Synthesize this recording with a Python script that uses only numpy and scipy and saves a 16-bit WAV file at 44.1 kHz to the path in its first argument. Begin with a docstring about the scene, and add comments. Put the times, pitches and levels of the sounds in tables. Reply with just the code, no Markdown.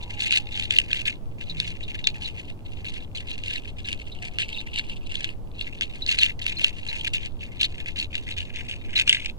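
"""Fingers brush lightly through hair and scratch the scalp in firm strokes all along, on a quiet hillside.
Each stroke makes many hairs slip: random ticks ring in narrow bands and merge into a crackle.
Thin chirps of narrow noise, sharp snaps that ring, a dry rasp of nails and ticks of loose hairs join in.
Behind lie shaped noise as open air, a wavering sine as a far drone, and faint tones of narrow noise.
A small two-port microphone close by hears the hands with a slight delay on the left."""
import sys
import numpy as np
from scipy import signal
from scipy.fft import rfft, irfft
from scipy.io import wavfile
from scipy.ndimage import uniform_filter1d, map_coordinates

SR = 44100
rng = np.random.default_rng(int(sys.argv[2]) if len(sys.argv) > 2 else 0)


def pcm_store(signal):
    """Save signal as 16-bit PCM."""
    levels = np.round(np.clip(np.atleast_2d(signal), -1, 1) * 32767)
    wavfile.write(sys.argv[1], SR, levels.astype(np.int16).T)


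N = 413658

# a finger digs in and scratches: (start t/s, length/s, relative level/dB, ring f/Hz)
SCRATCH_STROKES = [(0.19, 0.11, -22, 3190), (0.314, 0.067, -16, 3100), (0.517, 0.14, -27.5, 2950),
                   (0.697, 0.11, -22.5, 3070), (0.896, 0.122, -26, 2600), (1.052, 0.046, -19.5, 3080),
                   (1.402, 0.024, -31, 3080), (1.565, 0.15, -31, 3080), (1.878, 0.023, -30.5, 2760),
                   (1.94, 0.016, -28, 2610), (2.065, 0.023, -21.5, 3220), (2.208, 0.085, -31, 2880),
                   (2.369, 0.032, -31, 2830), (2.495, 0.0143, -36, 2580), (2.841, 0.057, -29.5, 3350),
                   (2.931, 0.048, -32, 2980), (3.146, 0.05, -30, 2900), (3.268, 0.075, -31.5, 2930),
                   (3.452, 0.13, -27.5, 2800), (3.786, 0.013, -33.5, 2670), (3.842, 0.093, -31, 2450),
                   (3.985, 0.039, -36.5, 3220), (4.216, 0.066, -31.5, 2320), (4.389, 0.046, -20.5, 3000),
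                   (4.477, 0.14, -33, 3050), (4.662, 0.0099, -28.5, 2730), (4.729, 0.04, -27, 2960),
                   (4.773, 0.02, -17, 2950), (4.883, 0.048, -32.5, 2980), (5.091, 0.2, -32.5, 2550),
                   (5.581, 0.042, -28, 3160), (5.665, 0.014, -30, 2770), (5.809, 0.032, -23, 2920),
                   (6.07, 0.071, -17.5, 3000), (6.169, 0.062, -22.5, 3400), (6.21, 0.052, -16, 3150),
                   (6.291, 0.01, -21, 2720), (6.408, 0.032, -28.5, 3000), (6.459, 0.069, -25.5, 2700),
                   (6.58, 0.11, -24, 2830), (6.862, 0.15, -29.5, 2730), (7.044, 0.03, -21, 2540),
                   (7.13, 0.039, -20.5, 3300), (7.215, 0.054, -32, 2520), (7.401, 0.044, -32.5, 2900),
                   (7.593, 0.06, -18.5, 3200), (7.776, 0.035, -32, 2650), (7.857, 0.036, -26.5, 2520),
                   (7.957, 0.08, -24.5, 3150), (8.126, 0.056, -30, 3100), (8.263, 0.067, -30.5, 2630),
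                   (8.363, 0.058, -28.5, 2520), (8.537, 0.076, -30.5, 2450), (8.681, 0.059, -30.5, 2570),
                   (8.927, 0.0088, -26, 2400), (8.952, 0.066, -17, 2760), (9.064, 0.099, -20, 3180),
                   (9.137, 0.16, -31.5, 2900)]
# the hands brush lightly through the hair: (start t/s, end t/s, relative level/dB)
BRUSH_PASSES = [(0, 1.151, -37), (1.381, 2.502, -41.5), (2.648, 3.046, -44), (3.157, 3.71, -39.5),
                (3.759, 4.976, -44), (5.012, 5.335, -42.5), (5.536, 6.303, -40.5), (6.389, 7.282, -38),
                (7.387, 8.057, -43), (8.103, 9.303, -41.5)]
# a nail lets go of a strand: (t/s, relative peak level/dB, ring f/Hz)
STRAND_SNAPS = [(0.3085, -8, 2760), (0.3244, -3.5, 3020), (0.575, -14.5, 3220), (0.7081, -4, 3050),
                (0.7863, 0.5, 3020), (0.9307, -4.5, 2580), (1.601, -5, 3700), (2.042, -17, 3440),
                (2.0713, -4, 3220), (3.437, -19, 2820), (3.506, -19, 2850), (3.8867, -12.5, 3100),
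                (3.9285, -13, 3000), (4.386, -8.5, 3300), (5.1545, -13.5, 3240), (5.2436, -9, 3180),
                (5.81, -11.5, 3350), (6.0639, -12.5, 4160), (6.1874, -3.5, 4080), (6.233, 0.5, 3070),
                (6.4648, -9.5, 2580), (6.6439, -2.5, 3000), (7.6018, -41, 3080), (7.632, -8.5, 3510),
                (8.1534, -11, 3000), (8.3834, -15, 2490), (8.9977, -2.5, 2970), (9.0774, -7.5, 3300),
                (9.0941, -0.5, 3000), (9.128, -4, 3100), (9.2591, -12.5, 2630)]
# thin high chirps, short narrow bands of noise with a sharp start: (start t/s, relative level/dB, pitch f/Hz)
THIN_CHIRPS = [(1.496, -26, 3910), (1.599, -30, 3530), (1.83, -31, 3700), (2.04, -22.5, 3550),
               (2.244, -26, 3900), (3.845, -34, 3800), (4.116, -34.5, 3780), (4.538, -29, 3730),
               (4.583, -25, 3700), (6.02, -23.5, 3940), (6.185, -18, 3980), (6.567, -26.5, 4160),
               (6.886, -25, 4020), (8.958, -15, 3940)]
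# tone colour of scratched hair: (f/Hz, relative level/dB)
HAIR_COLOUR = [(700, -25), (1400, -16.5), (1660, -5.5), (1830, -14), (2070, -6.5), (2750, 0.5),
               (3150, -7.5), (3450, -7.5), (3850, -11.5), (4500, -13), (5400, -21), (7000, -20.5),
               (9500, -30), (11500, -44.5), (15500, -70)]
# direction of the hands: (t/s, mean delay of the left port/s)
HAND_BEARING = [(0, 0.00018), (2.2, 0.00018), (3.6, 0.0002), (4.7, 0.00024), (6.0, 0.00018), (8.0, 0.00017),
                (9.4, 0.00012)]
# spectrum of outdoor rumble and hiss: (f/Hz, level/dB per Hz)
AIR_SPECTRUM = [(12, -47.5), (25, -58), (50, -61), (100, -63), (150, -69.5), (300, -73.5), (600, -81.5),
                (900, -84.5), (1300, -95), (1800, -103), (2800, -101), (5000, -108), (9000, -112),
                (15000, -114)]
# how alike the air is at both ports: (f/Hz, likeness from 0 to 1)
AIR_PORT_LIKENESS = [(25, 0), (60, 0.5), (200, 0.61), (450, 0.47), (900, 0), (8000, 0.27)]
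# path of the far drone, before its random waver: (t/s, pitch f/Hz, peak level/dB)
DRONE_PATH = [(0, 101, -44.5), (1.7, 103, -48), (3.8, 94, -45.5), (4.3, 77, -53.5), (6.5, 76, -48.5),
              (9.38, 85, -46.5)]
# faint tones from far away: (middle t/s, length/s, level/dB, pitch f/Hz)
DISTANT_TONES = [(0.03, 0.12, -55.5, 972), (0.3, 0.68, -56.5, 825), (1.58, 0.19, -43.5, 162.3),
                 (2.2, 0.25, -58.5, 853), (4.26, 0.1, -54, 720), (4.7, 0.37, -60, 877),
                 (6.98, 0.17, -57.5, 897)]

ATTACK_S, RELEASE_S = 0.0052, 0.01   # how fast a finger bites and lets go
ARCH_DB = 2   # a stroke presses this much harder midway than at its ends
TOUCHES_PER_S, TOUCH_S, TOUCH_SPREAD_DB = 24, 0.018, 4   # fingertips catch briefly
GLIDE_DB = -7.0   # the steady rub beneath those touches
CHIRP_S = 0.018   # a chirp's strength falls to 1/e in this time
CUTOFF_HZ = 15600


def hand(brush_hz=2700):
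    """Firm strokes add to the light brushing; the strongest contact weighs most in the ring pitch."""
    power = brushing() ** 2 + 1e-12
    weighted_hz = power * brush_hz
    for start, length, db, hz in SCRATCH_STROKES:
        press = contact(length)
        progress = np.minimum(np.arange(len(press)) / SR / length, 1)
        arch = np.sin(np.pi * progress)
        stroke_power = (press * from_db(db + ARCH_DB * (arch - 1))) ** 2
        add(power, stroke_power, start)
        add(weighted_hz, stroke_power * hz, start)
    return np.sqrt(power), weighted_hz / power


def contact(length):
    """A finger's pressure rises, holds until this many seconds after the start, then dies away."""
    t = np.arange(int((length + 10 * RELEASE_S) * SR)) / SR
    attack = np.minimum(t / ATTACK_S, 1)
    release = np.exp(-np.maximum(t - length, 0) / RELEASE_S)
    return attack * release


def brushing():
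    """Fingertips glide and catch lightly for as long as the hands are in the hair."""
    in_hair, touches = np.zeros(N), np.zeros(N)
    for start, end, db in BRUSH_PASSES:
        add(in_hair, from_db(db) * contact(end - start), start)
    # each touch strays from an even beat and has its own strength
    for k, (late, strength) in enumerate(rng.uniform(-1, 1, size=(600, 2))):
        touch = from_db(TOUCH_SPREAD_DB * strength) * contact(TOUCH_S)
        add(touches, touch, (k + late / 2) / TOUCHES_PER_S)
    return in_hair * rms_one(from_db(GLIDE_DB) + touches)


def jerks(level_db=-1.0, size=1800):
    """The finger sticks and jerks on, which shares its force out unevenly within a stroke."""
    force = tufts(per_s=170, settle_s=0.0028, steady=1.0)
    # keep the power even over about 41 ms
    nearby_power = uniform_filter1d(force ** 2, size=size)
    return from_db(level_db) * force / np.sqrt(nearby_power + 1e-9)


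def slips(per_s, spread_db):
    """Hairs slip free at random moments, with random sizes and directions; rms 1."""
    born = rng.random(N) < per_s / SR
    size_db = spread_db * np.minimum(rng.exponential(1, N), 3)
    return rms_one(born * from_db(size_db) * rng.choice([-1, 1], N))


def tufts(per_s=90, settle_s=.003, steady=.5):
    """Hairs give way in tufts: a sudden flurry that dies in a few milliseconds; rms 1."""
    starts = (rng.random(N) < per_s / SR) + 1e-18
    flurries = signal.lfilter([1], [1, -np.exp(-1 / (settle_s * SR))], starts)
    return rms_one(steady + rms_one(flurries))


def crackle(pressure, ring_hz, wander_octaves=0.16, slips_per_s=260, spread_db=2.5, level_db=-2.0, count=14):
    """Slipping strands ring briefly in many narrow bands; a firm stroke stirs a wider range of pitches."""
    centre_hz = ring_hz * 2 ** (wander_octaves * drift(35, N))
    reach_octaves = 0.3 + 0.22 * (pressure / pressure.max()) ** 0.16
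    flurry = tufts(per_s=80, settle_s=.003, steady=.6)
    strands = np.zeros(N)
    for hz in np.geomspace(1600, 4300, count):
        octaves_away = np.log2(hz / centre_hz)
        near = np.exp(-.5 * (octaves_away / reach_octaves) ** 2)
        caught = from_db(4.16 * drift(45, N))
        ticks = slips(slips_per_s, spread_db) * near * caught * flurry
        strands += resonance(ticks, hz, width_hz=139)
    sound = through_hair(strands)
    # the finger's pressure, not the number of strands caught, sets the power
    power = np.maximum(uniform_filter1d(sound ** 2, size=700), 0)
    evened = sound / np.sqrt(power + 0.05 * np.mean(sound ** 2))
    return from_db(level_db) * pressure * evened


def snaps(burst_s=0.00061, settle_s=0.0037, tail_db=-15, ring_db=9, level_db=0.0, size=1024):
    """A caught strand lets go: a sharp burst of slips that rings, then its neighbours settle."""
    out, t = np.zeros(N), np.arange(size) / SR
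    release = np.exp(-t / burst_s) + from_db(tail_db) * np.exp(-t / settle_s)
    for s, db, hz in STRAND_SNAPS:
        burst = through_hair(rng.standard_normal(size) * release)
        sound = burst + from_db(ring_db) * resonance(burst, hz, width_hz=560)
        sound = sound / np.abs(sound).max()
        # start just ahead of the listed time
        add(out, from_db(db + level_db) * sound, s - .0002)
    return out


def chirps(level_db=-6.0, size=4096, width_hz=380):
    """Thin high chirps: short narrow bands of noise with a sharp start and a smooth fade."""
    out = np.zeros(N)
    fade = np.exp(-(np.arange(size) / SR / CHIRP_S) ** 2)
    for start, db, hz in THIN_CHIRPS:
        noise = rng.standard_normal(size) * fade
        sound = resonance(resonance(noise, hz, width_hz), hz, width_hz)
        sound = rms_one(sound) * np.sqrt(np.mean(fade ** 2))
        add(out, from_db(db + level_db) * sound, start)
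    return out


def rasp(pressure, slips_per_s=1400, spread_db=2.5, rub_db=-14, level_db=-11.5):
    """Dry unpitched ticks of nail on hair, over the smooth rub of skin; tilted towards the treble."""
    rub = from_db(rub_db) * rng.standard_normal(N)
    ticks = slips(slips_per_s, spread_db) + rub
    ticks = rms_one(ticks * tufts(per_s=90, settle_s=0.0027, steady=0.87))
    # a hair holds only so much force before it slips
    ticks = through_hair(np.tanh(ticks / 14))
    bright = signal.sosfilt(signal.butter(1, 3500, "high", fs=SR, output="sos"), ticks)
    return from_db(level_db) * pressure * rms_one(bright)


def strays(level_db=-64):
    """Loose hairs keep springing back with light ticks, also between the strokes."""
    ticks = np.zeros(N)
    for hz in (2150, 2700, 3700):
        ticks += resonance(slips(per_s=18, spread_db=-15), hz, width_hz=730)
    return from_db(level_db) * rms_one(through_hair(ticks))


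def through_hair(sound):
    """Every slip takes the colour of the hair."""
    return signal.oaconvolve(sound, click_response(HAIR_COLOUR))[:len(sound)]


def ports(x, pan_db=-0.14, size=512):
    """The sound reaches the left port late, by a wandering delay, with different treble echoes per port."""
    s, delay_s = np.transpose(HAND_BEARING)
    delay_s = np.interp(np.arange(N) / SR, s, delay_s) + .000023 * drift(60, N)
    left = map_coordinates(x, [np.arange(N) - delay_s * SR], order=3)
    # hands and head scatter the treble differently into each port
    echoes = rng.standard_normal((2, size)) * np.exp(-np.arange(size) / SR / .002)
    echoes = echoes / np.linalg.norm(echoes, axis=1, keepdims=True)
    echoes = 0.73 * signal.sosfilt(signal.butter(2, 4700, "high", fs=SR, output="sos"), echoes)
    scattered = signal.oaconvolve(x[None], echoes, axes=1)[:, :N]
    return (np.array([left, x]) + scattered) * from_db([[-pan_db], [pan_db]])


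def air():
    """Open air: a steady rumble that falls away to a faint hiss, partly shared by the two ports."""
    hz = np.fft.rfftfreq(N, 1 / SR)
    alike = np.clip(at_hz(AIR_PORT_LIKENESS, hz), -1, 1)
    mid, side = rfft(rng.standard_normal((2, N)))
    shared = np.sqrt(1 + alike) * mid
    opposed = np.sqrt(1 - alike) * side * [[1], [-1]]
    shaped = (shared + opposed) * from_db(at_hz(AIR_SPECTRUM, hz))
    return irfft(shaped, N) * np.sqrt(SR) / 2


def drone(waver=0.0253, fade_db=4.0):
    """A far engine: one sine whose pitch wavers and whose level fades in and out by chance."""
    s, path_hz, path_db = np.transpose(DRONE_PATH)
    t = np.arange(N) / SR
    hz, db = np.interp(t, s, path_hz), np.interp(t, s, path_db)
    phase = 2 * np.pi * np.cumsum(hz * (1 + waver * drift(11, N))) / SR
    return from_db(db + fade_db * drift(7.4, N)) * np.sin(phase)


def narrow_tones(rows, width_share, size):
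    """Each row swells and fades as noise held in a narrow band, set as a share of its pitch."""
    out = np.zeros(N)
    for middle, length, db, hz in rows:
        envelope, width_hz = swell(length, size), width_share * hz
        noise = rng.standard_normal(size)
        sound = resonance(resonance(noise, hz, width_hz), hz, width_hz) * envelope
        sound = rms_one(sound) * np.sqrt(np.mean(envelope ** 2))
        add(out, from_db(db) * sound, middle - size / 2 / SR)
    return out


def swell(length, size):
    """A smooth bell-shaped rise and fall around the middle."""
    return np.exp(-2 * ((np.arange(size) - size / 2) / SR / length) ** 2)


def resonance(x, hz, width_hz):
    """Two-pole resonance with gain 1 on top: it rings longer the narrower it is."""
    r = np.exp(-np.pi * width_hz / SR)
    feed = np.array([1, 0, -1]) * (1 - r * r) / 2
    return signal.lfilter(feed, [1, -2 * r * np.cos(2 * np.pi * hz / SR), r * r], x)


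def click_response(spectrum, size=1024):
    """The ring with this spectrum that puts its energy as early as possible (minimum phase)."""
    gain = from_db(at_hz(spectrum, np.fft.rfftfreq(size, 1 / SR)))
    cepstrum = irfft(np.log(gain))
    # fold the backward half onto the forward half, so nothing sounds before the click
    cepstrum[1:size // 2] *= 2
    cepstrum[size // 2 + 1:] = 0
    return irfft(np.exp(rfft(cepstrum)))[:size // 2]


def drift(rate, size):
    """Slow chance of spread about 1, gliding to a new value rate times a second."""
    values = rng.standard_normal(size // 8)
    return np.interp(np.arange(size) * rate / SR, np.arange(size // 8), values)


def from_db(db):
    """Turn decibels into a plain gain."""
    return 10 ** (np.asarray(db) / 20)


def rms_one(x):
    """Scale a sound to an average strength (rms) of 1."""
    return x / np.sqrt(np.mean(x ** 2) + 1e-20)


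def at_hz(points, hz):
    """Read a table of values at any frequency, along a logarithmic pitch scale."""
    table_hz, values = np.transpose(points)
    return np.interp(np.log(hz + 1e-3), np.log(table_hz), values)


def add(out, sound, s):
    """Mix a sound in from time s, dropping what falls outside."""
    start = round(s * SR)
    first, last = max(start, 0), min(start + len(sound), N)
    if last > first:
        out[first:last] += sound[first - start:last - start]


def scene():
    """Three groups of hair sounds reach the ports, each with its own wander, in the open air."""
    pressure, ring_hz = hand()
    pressure = pressure * jerks()
    scratching = ports(crackle(pressure, ring_hz) + chirps())
    scratching = scratching + ports(rasp(pressure) + strays()) + ports(snaps())
    # hair is too fine to radiate low notes
    scratching = signal.sosfilt(signal.butter(3, 1650, "high", fs=SR, output="sos"), scratching)
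    # and the scratching loses its highest treble
    scratching = signal.sosfilt(signal.butter(4, 11800, "low", fs=SR, output="sos"), scratching)
    # one soft bump: middle t/s, length/s, level/dB, f/Hz
    soft_bump = narrow_tones([(6.617, 0.0037, -40, 554)], width_share=0.29, size=2048)
    far_tones = narrow_tones(DISTANT_TONES, width_share=0.072, size=65536)
    return scratching + soft_bump + air() + drone() + far_tones


def record(dry):
    """Any peaks beyond full scale clip, then a steep filter cuts the top."""
    clipped = np.clip(dry, -1, 1)
    return signal.sosfilt(signal.ellip(10, .1, 70, CUTOFF_HZ, fs=SR, output="sos"), clipped)


dry = scene()
out = record(dry)
pcm_store(out)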